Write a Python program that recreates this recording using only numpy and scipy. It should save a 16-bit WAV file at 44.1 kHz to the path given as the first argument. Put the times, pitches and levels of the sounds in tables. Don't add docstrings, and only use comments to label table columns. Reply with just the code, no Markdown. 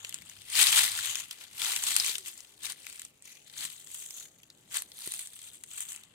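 import sys
import numpy as np
from scipy import signal
from scipy.fft import rfft, irfft
from scipy.io import wavfile
from scipy.ndimage import uniform_filter1d

SR = 44100
rng = np.random.default_rng(int(sys.argv[2]) if len(sys.argv) > 2 else 0)


def inscribe(sig):
    pcm = np.round(np.clip(np.atleast_2d(sig).T, -1, 1) * 32767)
    wavfile.write(sys.argv[1], SR, pcm.astype(np.int16))


def volts_from_decibels(level):
    exponent = np.asarray(level, float) / 20
    return 10 ** exponent


N = 271126


def evened(x):
    return x / np.sqrt(np.mean(x ** 2) + 1e-20)


def read(points, hz):
    table_hz, value = np.transpose(points)
    return np.interp(np.log(hz + 1), np.log(table_hz + 1), value)


def bump(hz, centre_hz, width):
    return np.exp(-(np.log((hz + 1) / centre_hz) / width) ** 2)


def partly_alike(first, second, share):
    return np.stack([first, share * first + np.sqrt(1 - share ** 2) * second])


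# frequency in Hz, relative level in dB per Hz.
WOOD_COLOUR = [(24, -30), (40, -10), (131, 1), (316, -2.5), (865, -7.5), (957, -11), (1030, -11.5),
               (1540, -14), (3830, -16.5), (5440, -24.5), (7010, -20), (15300, -38), (16500, -51)]
# frequency in Hz, likeness from 0 to 1.
WOOD_LIKENESS = [(60, 0.86), (200, 0.97), (600, 0.39), (1400, .1), (16000, 0.022)]


def wood(level_db=-68.5, patchy_db=2.0):
    frames, hz = N // 512 + 5, np.fft.rfftfreq(2048, 1 / SR)
    a, b, c, d, patches = rng.standard_normal((frames, 1025, 5)).T
    patches = uniform_filter1d(patches, 20, 0)
    patches = evened(uniform_filter1d(patches, 12, 1))
    z = partly_alike(a + 1j * b, c + 1j * d, read(WOOD_LIKENESS, hz)[:, None])
    z *= volts_from_decibels(read(WOOD_COLOUR, hz)[:, None] + patchy_db * patches)
    noise = signal.istft(z, nperseg=2048, noverlap=1536)[1][:, :N]
    lean = volts_from_decibels(np.array([[.7], [-.7]]))
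    return volts_from_decibels(level_db) * evened(noise) * lean


# time in seconds, centre pitch in Hz, level in dB before the waver.
HUM_PATHS = [
    [(0.0, 97.6, -74), (0.13, 101.5, -76), (1.032, 103.2, -67.5), (1.3, 107, -85)],
    [(3.2, 148.4, -91), (3.342, 145.0, -80.5), (4.014, 149.3, -79.5), (4.9, 146.3, -82)],
    [(1.9, 337, -73), (2.012, 302.5, -68), (2.098, 434, -68), (2.42, 287.2, -91)],
]


def hums(waver_db=4.0, drift=.03):
    out, t = np.zeros(N), np.arange(N) / SR
    for rows in HUM_PATHS:
        s, hz, db = np.transpose(rows)
        fade = np.interp(t, [s[0] - .05, s[0], s[-1], s[-1] + .05], [0, 1, 1, 0])
        slow = uniform_filter1d(rng.standard_normal((2, N)), 1500, axis=1)
        slow = uniform_filter1d(slow, 900, axis=1)
        level_waver, pitch_waver = evened(slow)
        pitch_hz = np.interp(t, s, hz) * (1 + drift * pitch_waver)
        tone = np.sqrt(2) * np.sin(2 * np.pi * np.cumsum(pitch_hz) / SR)
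        out += fade * volts_from_decibels(np.interp(t, s, db) + waver_db * level_waver) * tone
    return out


# start of full weight in seconds, level in dB,
# rise in seconds, hold in seconds, fall in seconds. Rise and fall each span ramp_db.
SHOE_PRESSES = [(0.061, -57, .15, 0.0071, 0.084), (0.154, -57.5, 0.083, .0, 0.087),
                (0.301, -59, 0.14, 0.0082, 0.16), (0.598, -23, 0.078, 0.016, .07),
                (0.671, -29, 0.073, 0.014, 0.11), (0.782, -24.5, 0.13, .0, 0.16),
                (1.005, -40, 0.6, 0.093, 0.15), (1.166, -46.5, 0.077, .04, 0.097),
                (1.316, -48, .035, 0.0042, 0.053), (1.417, -49.5, 0.085, .0, 0.092),
                (1.626, -37, 0.097, 0.11, 0.1), (1.88, -35, 0.15, .0, 0.21), (1.974, -36.5, .15, .0, .2),
                (2.067, -35, 0.17, 0.035, 0.065), (2.156, -47, 0.11, .0, 0.051),
                (2.276, -46, 0.055, 0.0034, 0.1), (2.379, -54.5, 0.039, 0.0049, 0.093),
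                (2.656, -39, 0.042, .0, 0.033), (2.707, -41, 0.082, 0.00051, 0.034),
                (2.497, -64, 0.15, 0.037, 0.15), (2.864, -54.5, 0.26, 0.03, 0.21),
                (2.94, -57.5, 0.12, 0.016, 0.11), (2.997, -56, 0.089, 0.041, 0.083),
                (3.251, -56.5, .03, 0.067, 0.14), (3.465, -64, 0.034, 0.005, .2),
                (3.608, -44, 0.1, 0.05, 0.031), (3.7, -53.5, 0.036, 0.015, 0.081),
                (3.771, -61.5, .1, 0.042, 0.072), (3.922, -58, 0.16, .1, 0.18),
                (4.178, -53.5, .1, .0, 0.087), (4.23, -60.5, 0.084, 0.015, 0.06),
                (4.762, -36, 0.044, .0, 0.059), (5.017, -52, 0.13, 0.18, .12), (5.254, -61, .1, 0, .2),
                (5.338, -63.5, 0.08, 0.017, 0.11), (5.428, -58.5, 0.16, 0.055, 0.052),
                (5.537, -61, .04, 0.018, 0.054), (5.72, -58.5, 0.047, 0.0052, 0.18),
                (5.813, -50.5, 0.14, 0.0044, 0.075), (5.889, -58.5, 0.084, 0.041, 0.2)]


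def pressure(ramp_db=20, settle_db=-74):
    t = np.arange(N // 64 + 2) * 64 / SR
    power = volts_from_decibels(settle_db) ** 2
    for at, db, rise, hold, fall in SHOE_PRESSES:
        early = np.maximum(at - t, 0) / rise
        late = np.maximum(t - at - hold, 0) / fall
        power = power + volts_from_decibels(db - ramp_db * (early + late)) ** 2
    return np.interp(np.arange(N) / SR, t, 10 * np.log10(power))


def jolts(level_db=-76, follow=0.5):
    shake_db = uniform_filter1d(pressure(), 4000)
    noise = rng.standard_normal((3, N))
    low_band = signal.butter(2, [55, 130], "band", fs=SR, output="sos")
    low = signal.sosfilt(low_band, noise[:2] + 0.96 * noise[2])
    lean = volts_from_decibels(np.array([[2.5], [-2.5]]))
    return evened(low) * volts_from_decibels(level_db + follow * (shake_db + 53.5)) * lean


# frequency in Hz, time to fall by 60 dB in seconds.
SCATTER_DECAY = [(300, 0.051), (2000, 0.048), (8000, 0.081), (16000, 0.036)]
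# frequency in Hz, likeness 0 to 1.
PORT_LIKENESS = [(500, 0.93), (1500, 0.91), (3500, 0.71), (10000, 0.29)]


def trees(x):
    taps = rng.choice([-1., 1.], (2, SR // 4)) * (rng.random((2, SR // 4)) < .05)
    hz, t, z = signal.stft(taps, SR, nperseg=128)
    z = partly_alike(z[0], z[1], read(PORT_LIKENESS, hz)[:, None])
    z *= volts_from_decibels(-60 * t / read(SCATTER_DECAY, hz)[:, None])
    tail = signal.istft(z, SR, nperseg=128)[1]
    tail = np.pad(tail, ((0, 0), (100, 0)))
    return signal.fftconvolve(x, tail / np.linalg.norm(tail[0]), axes=1)[:, :N]


# start in seconds, level in dB before the decay and filter, pitch in Hz.
SHOE_KNOCKS = [(0.044, -52.5, 500), (0.608, -47, 450), (2.094, -46.5, 430), (3.648, -49, 151),
               (4.77, -54, 452), (5.074, -38.5, 360)]


def knocks(decay_s=0.0036):
    out, t = np.zeros(N + 2000), np.arange(2000) / SR
    for at, db, hz in SHOE_KNOCKS:
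        ring = np.sin(2 * np.pi * hz * t) + .5 * np.sin(2 * np.pi * 0.46 * hz * t)
        attack = np.minimum(t / 0.00051, 1)
        out[round(at * SR):][:2000] += volts_from_decibels(db) * ring * np.exp(-t / decay_s) * attack
    return signal.sosfilt(signal.butter(2, 110, "high", fs=SR, output="sos"), out[:N])


# frequency in Hz, relative level in dB per Hz.
LEAF_COLOUR = [(88, -48), (150, -25.5), (460, -20), (594, -22), (847, -11.5), (1620, -5.5), (1750, -5),
               (1930, -2), (2980, -3), (3930, -2), (5930, -2.5), (8450, 0), (13000, -5.5), (15300, -9),
               (16500, -24)]
# frequency in Hz, left minus right in dB.
HAND_SHADOW = [(60, -6), (130, -1), (290, 0), (640, 0), (1410, 4), (3100, 9.5), (6820, 4.5), (15000, -1.5)]


def leaf_db(hz, body_db, fizz_db, pan_db):
    low = read([(1500, 1), (2600, 0)], hz)
    high = read([(4800, 0), (6300, 1), (9500, 0.66), (12500, 1.0)], hz)
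    side = read(HAND_SHADOW, hz) + pan_db * read([(400, 0.025), (1500, 0.24)], hz)
    mid = read(LEAF_COLOUR, hz) + low * body_db + high * fizz_db
    return np.array([mid + side / 2, mid - side / 2])


def cracks(rings_hz, fast_scale_s, slow_scale_s, ring_db):
    t = np.arange(512) / SR
    hz = np.fft.rfftfreq(512, 1 / SR)
    noise = rfft(rng.standard_normal((len(rings_hz), 2, 512)))
    length, place = rng.random((len(rings_hz), 2, 1, 1)).swapaxes(0, 1)
    pair = partly_alike(noise[:, 0], noise[:, 1], read(PORT_LIKENESS, hz)).swapaxes(0, 1)
    pair *= volts_from_decibels(ring_db * bump(hz, rings_hz[:, None, None], .25))
    treble = 1 / (1 + (5500 / (hz + 1)) ** 4)
    fast, slow = fast_scale_s * (0.19 + length), slow_scale_s * (0.9 + length)
    quick = irfft(pair * np.sqrt(treble)) * np.exp(-t / fast) / np.sqrt(fast)
    swell = t / slow * np.exp(-2 * t / slow)
    late = irfft(pair * np.sqrt(1 - treble)) * swell * 4 / np.sqrt(slow)
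    attack = np.minimum(t / 0.00028, 1)
    lag = 4 + (9 * place + 0.59) * np.array([[1], [0]])
    burst = irfft(rfft((quick + late) * attack) * np.exp(-2j * np.pi * hz * lag / SR))
    return burst / np.sqrt((burst ** 2).sum((1, 2), keepdims=True))


# start in seconds, level in dB before gain_db,
# ring in Hz, lean to the left in dB (taken from its median and weakened in leaf_db).
LEAF_SNAPS = [(0.0475, -23, 3260, -7), (0.093, -26, 11000, 7), (0.125, -30, 2890, 22),
              (0.1429, -19.5, 8140, 19), (0.186, -37.5, 3160, 20), (0.22, -34.5, 2000, 18),
              (0.2968, -31, 6800, 17), (0.4181, -36, 3300, -3), (0.5, -27, 7500, 3), (0.6688, -8, 4170, 11),
              (0.7262, -10.5, 3040, 15), (0.9888, -18, 1624, -4), (1.1548, -16, 2720, 9),
              (1.2002, -26, 7200, 34), (1.3105, -24, 3005, 6), (1.5316, -38, 7540, -11),
              (1.6177, -16, 3200, 18), (1.7624, -14, 2950, 11), (1.837, -15, 7500, -8),
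              (1.8684, -18.5, 3660, -4), (1.9641, -6, 8550, 28), (1.9989, -11, 4900, -4),
              (2.063, -17, 6430, 2), (2.154, -18.5, 3340, 24), (2.1818, -21.5, 8000, 17),
              (2.2598, -28.5, 2720, 1), (2.4047, -32, 6800, 6), (2.447, -38.5, 2880, 20),
              (2.633, -29, 8500, 8.5), (2.721, -25, 8900, 8), (2.867, -26, 2320, 21),
              (2.8988, -31, 8600, 9), (2.926, -33.5, 8100, -4), (2.995, -27.5, 7660, 10),
              (3.018, -28, 8660, 10), (3.05, -28.5, 7900, 5), (3.223, -37.5, 8000, -1),
              (3.253, -41, 8440, 13), (3.498, -38, 4050, 19), (3.6215, -33, 7700, 6),
              (3.651, -21, 7800, 20), (3.872, -33.5, 8140, 17), (3.9154, -31, 8100, 8),
              (3.9447, -25, 8360, -5), (4, -34.5, 8320, 6.5), (4.0613, -29.5, 7880, -2),
              (4.1066, -28, 6630, -5), (4.4005, -51, 2600, 16), (4.4326, -39, 2800, -2),
              (4.5014, -37, 4400, -7), (4.712, -41, 7810, 14), (4.7426, -21, 7800, 12),
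              (4.8209, -22.5, 10800, 8), (4.918, -34, 3880, 16), (4.989, -32, 11200, -18),
              (5.006, -33, 9290, -4), (5.0746, -21.5, 9830, 15), (5.1201, -20.5, 9100, 3),
              (5.1378, -22.5, 9330, -8), (5.1921, -23.5, 9100, -3), (5.2722, -29.5, 8160, 5),
              (5.391, -37, 8330, -5), (5.6368, -27.5, 8400, 9), (5.6625, -47, 8000, 0),
              (5.7795, -31, 7670, -4), (5.813, -37, 7700, 1), (5.92, -27.5, 7700, -3),
              (5.9613, -28, 7900, 12), (6.035, -37.5, 3160, 0)]


def snaps(gain_db=-3.5):
    s, level_db, ring_hz, pan_db = np.transpose(LEAF_SNAPS)
    shapes = cracks(ring_hz, fast_scale_s=0.00074, slow_scale_s=0.0018, ring_db=11.5)
    hz, out = np.fft.rfftfreq(1024, 1 / SR), np.zeros((2, N + 1024))
    pan_db = (pan_db - np.median(pan_db))[:, None]
    colour = volts_from_decibels(leaf_db(hz, -0.2, 2.5, pan_db)).swapaxes(0, 1)
    shapes = np.pad(shapes, ((0, 0), (0, 0), (64, 448)))
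    shapes = irfft(rfft(shapes) * colour)
    for at, db, shape in zip(s, level_db, shapes):
        i = round(at * SR) - 64
        out[:, i:i + 1024] += shape * volts_from_decibels(db + gain_db) / np.sqrt((shape ** 2).sum() / 80)
    return out[:, :N]


# time in seconds, treble level in dB
# (taken from its median), low ring in Hz, high ring in Hz, ring strength in dB.
LITTER_COLOUR = [(0.0, 4, 3200, 6860, 13), (0.43, 1, 3060, 8800, 3), (0.94, 1.5, 3700, 8000, 4),
                 (1.15, 2.5, 2960, 6500, 8.5), (1.4, 0.5, 3150, 8100, 2), (1.8, 3.5, 3300, 7600, 4),
                 (2.0, 1.5, 3900, 8300, 3.5), (2.33, 5, 3200, 7170, 2.5), (2.76, 2, 3540, 9300, 3.5),
                 (2.84, 2, 2570, 8200, 3.5), (3.06, 1.5, 3000, 8000, 3.5), (3.26, 2.5, 2200, 6340, 5.5),
                 (3.39, 3.5, 2360, 6400, 7), (3.5, 1, 3700, 7710, 5), (3.97, 11.5, 3170, 8040, 7.5),
                 (4.15, 12, 3650, 6670, 8), (4.45, 5, 2940, 6900, 6.5), (4.76, 5, 3400, 8000, 5),
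                 (5.02, 6.5, 3930, 9230, 6), (5.45, 7, 3400, 8040, 8), (5.91, 10, 2930, 7800, 9),
                 (6.15, -5, 3120, 7700, 9.5)]
# (both taken from their medians, the lean weakened in leaf_db).
CRUNCH_LEAN = [(0, 9.5, 7), (0.45, -3, 8), (1.0, 0, 3.5), (1.7, 1, 4), (2.1, -4.5, 3.5), (2.7, -0.5, 10.5),
               (3.1, -6.5, -1), (3.6, 0, 10), (4.1, 0.5, 1.5), (4.76, 3.5, 5), (5.1, -3.5, -3), (5.8, 3, 7),
               (6.15, 7.5, 5)]


def crackle(per_s=1500, spread_db=4.5, clump=0.22, brush_db=-3.5, fuse=0.2, body_per_press=0.033,
            gain_db=-0.25):
    press_db = pressure()
    clumps = uniform_filter1d(rng.standard_normal(N), 150)
    clumps = evened(uniform_filter1d(clumps, 100))
    breaks = volts_from_decibels(spread_db * np.minimum(rng.exponential(1, N), 3.2))
    breaks = evened(breaks * (rng.random(N) < per_s / SR))
    brush = volts_from_decibels(brush_db + fuse * (press_db + 53))
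    size = (breaks + brush * rng.standard_normal(N)) / np.sqrt(1 + brush ** 2)
    size *= np.exp(clump * clumps)

    which = rng.integers(0, 90, N)
    shapes = cracks(np.geomspace(1500, 13000, 90), fast_scale_s=0.0006, slow_scale_s=.0016, ring_db=14.5)
    x = np.zeros((2, N))
    for k in range(90):
        x += signal.oaconvolve((size * (which == k))[None], shapes[k], axes=1)[:, :N]

    hz, t, z = signal.stft(x, SR, nperseg=512, noverlap=384)
    z /= np.sqrt((abs(z) ** 2).mean(2, keepdims=True))
    at, *columns = np.transpose(LITTER_COLOUR)
    fizz_db, low_hz, high_hz, ring_db = (np.interp(t, at, c) for c in columns)
    at, *columns = np.transpose(CRUNCH_LEAN)
    body_db, pan_db = (np.interp(t, at, c) for c in columns)
    body_db = body_db + body_per_press * np.interp(t * SR, np.arange(N), press_db)
    tone = [c - np.median(c) for c in (body_db, fizz_db, pan_db)]
    rings = bump(hz[:, None], low_hz, .22) + bump(hz[:, None], high_hz, .16)
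    rings -= .6 * bump(hz[:, None], 5300, .1)
    z *= volts_from_decibels(leaf_db(hz[:, None], *tone) + ring_db * rings)

    band = abs(z[:, (hz > 2000) & (hz < 5500)].mean(0)) ** 2
    z /= np.sqrt(band.sum(0).mean() * 4 / 3)
    x = signal.istft(z, SR, nperseg=512, noverlap=384)[1][:, :N]
    return x * volts_from_decibels(press_db + gain_db)


def scene():
    steps = crackle() + snaps() + knocks()
    return steps + volts_from_decibels(-14.5) * trees(steps) + jolts() + wood() + hums()


def band_limit(x):
    return signal.sosfilt(signal.butter(12, 16990, fs=SR, output="sos"), x)


def record(dry):
    edge = signal.firwin(767, 15950, window=("kaiser", 8), fs=SR)
    mix = signal.oaconvolve(dry, edge[None], "same", axes=1)
    return band_limit(mix)


dry = scene()
out = record(dry)
inscribe(out)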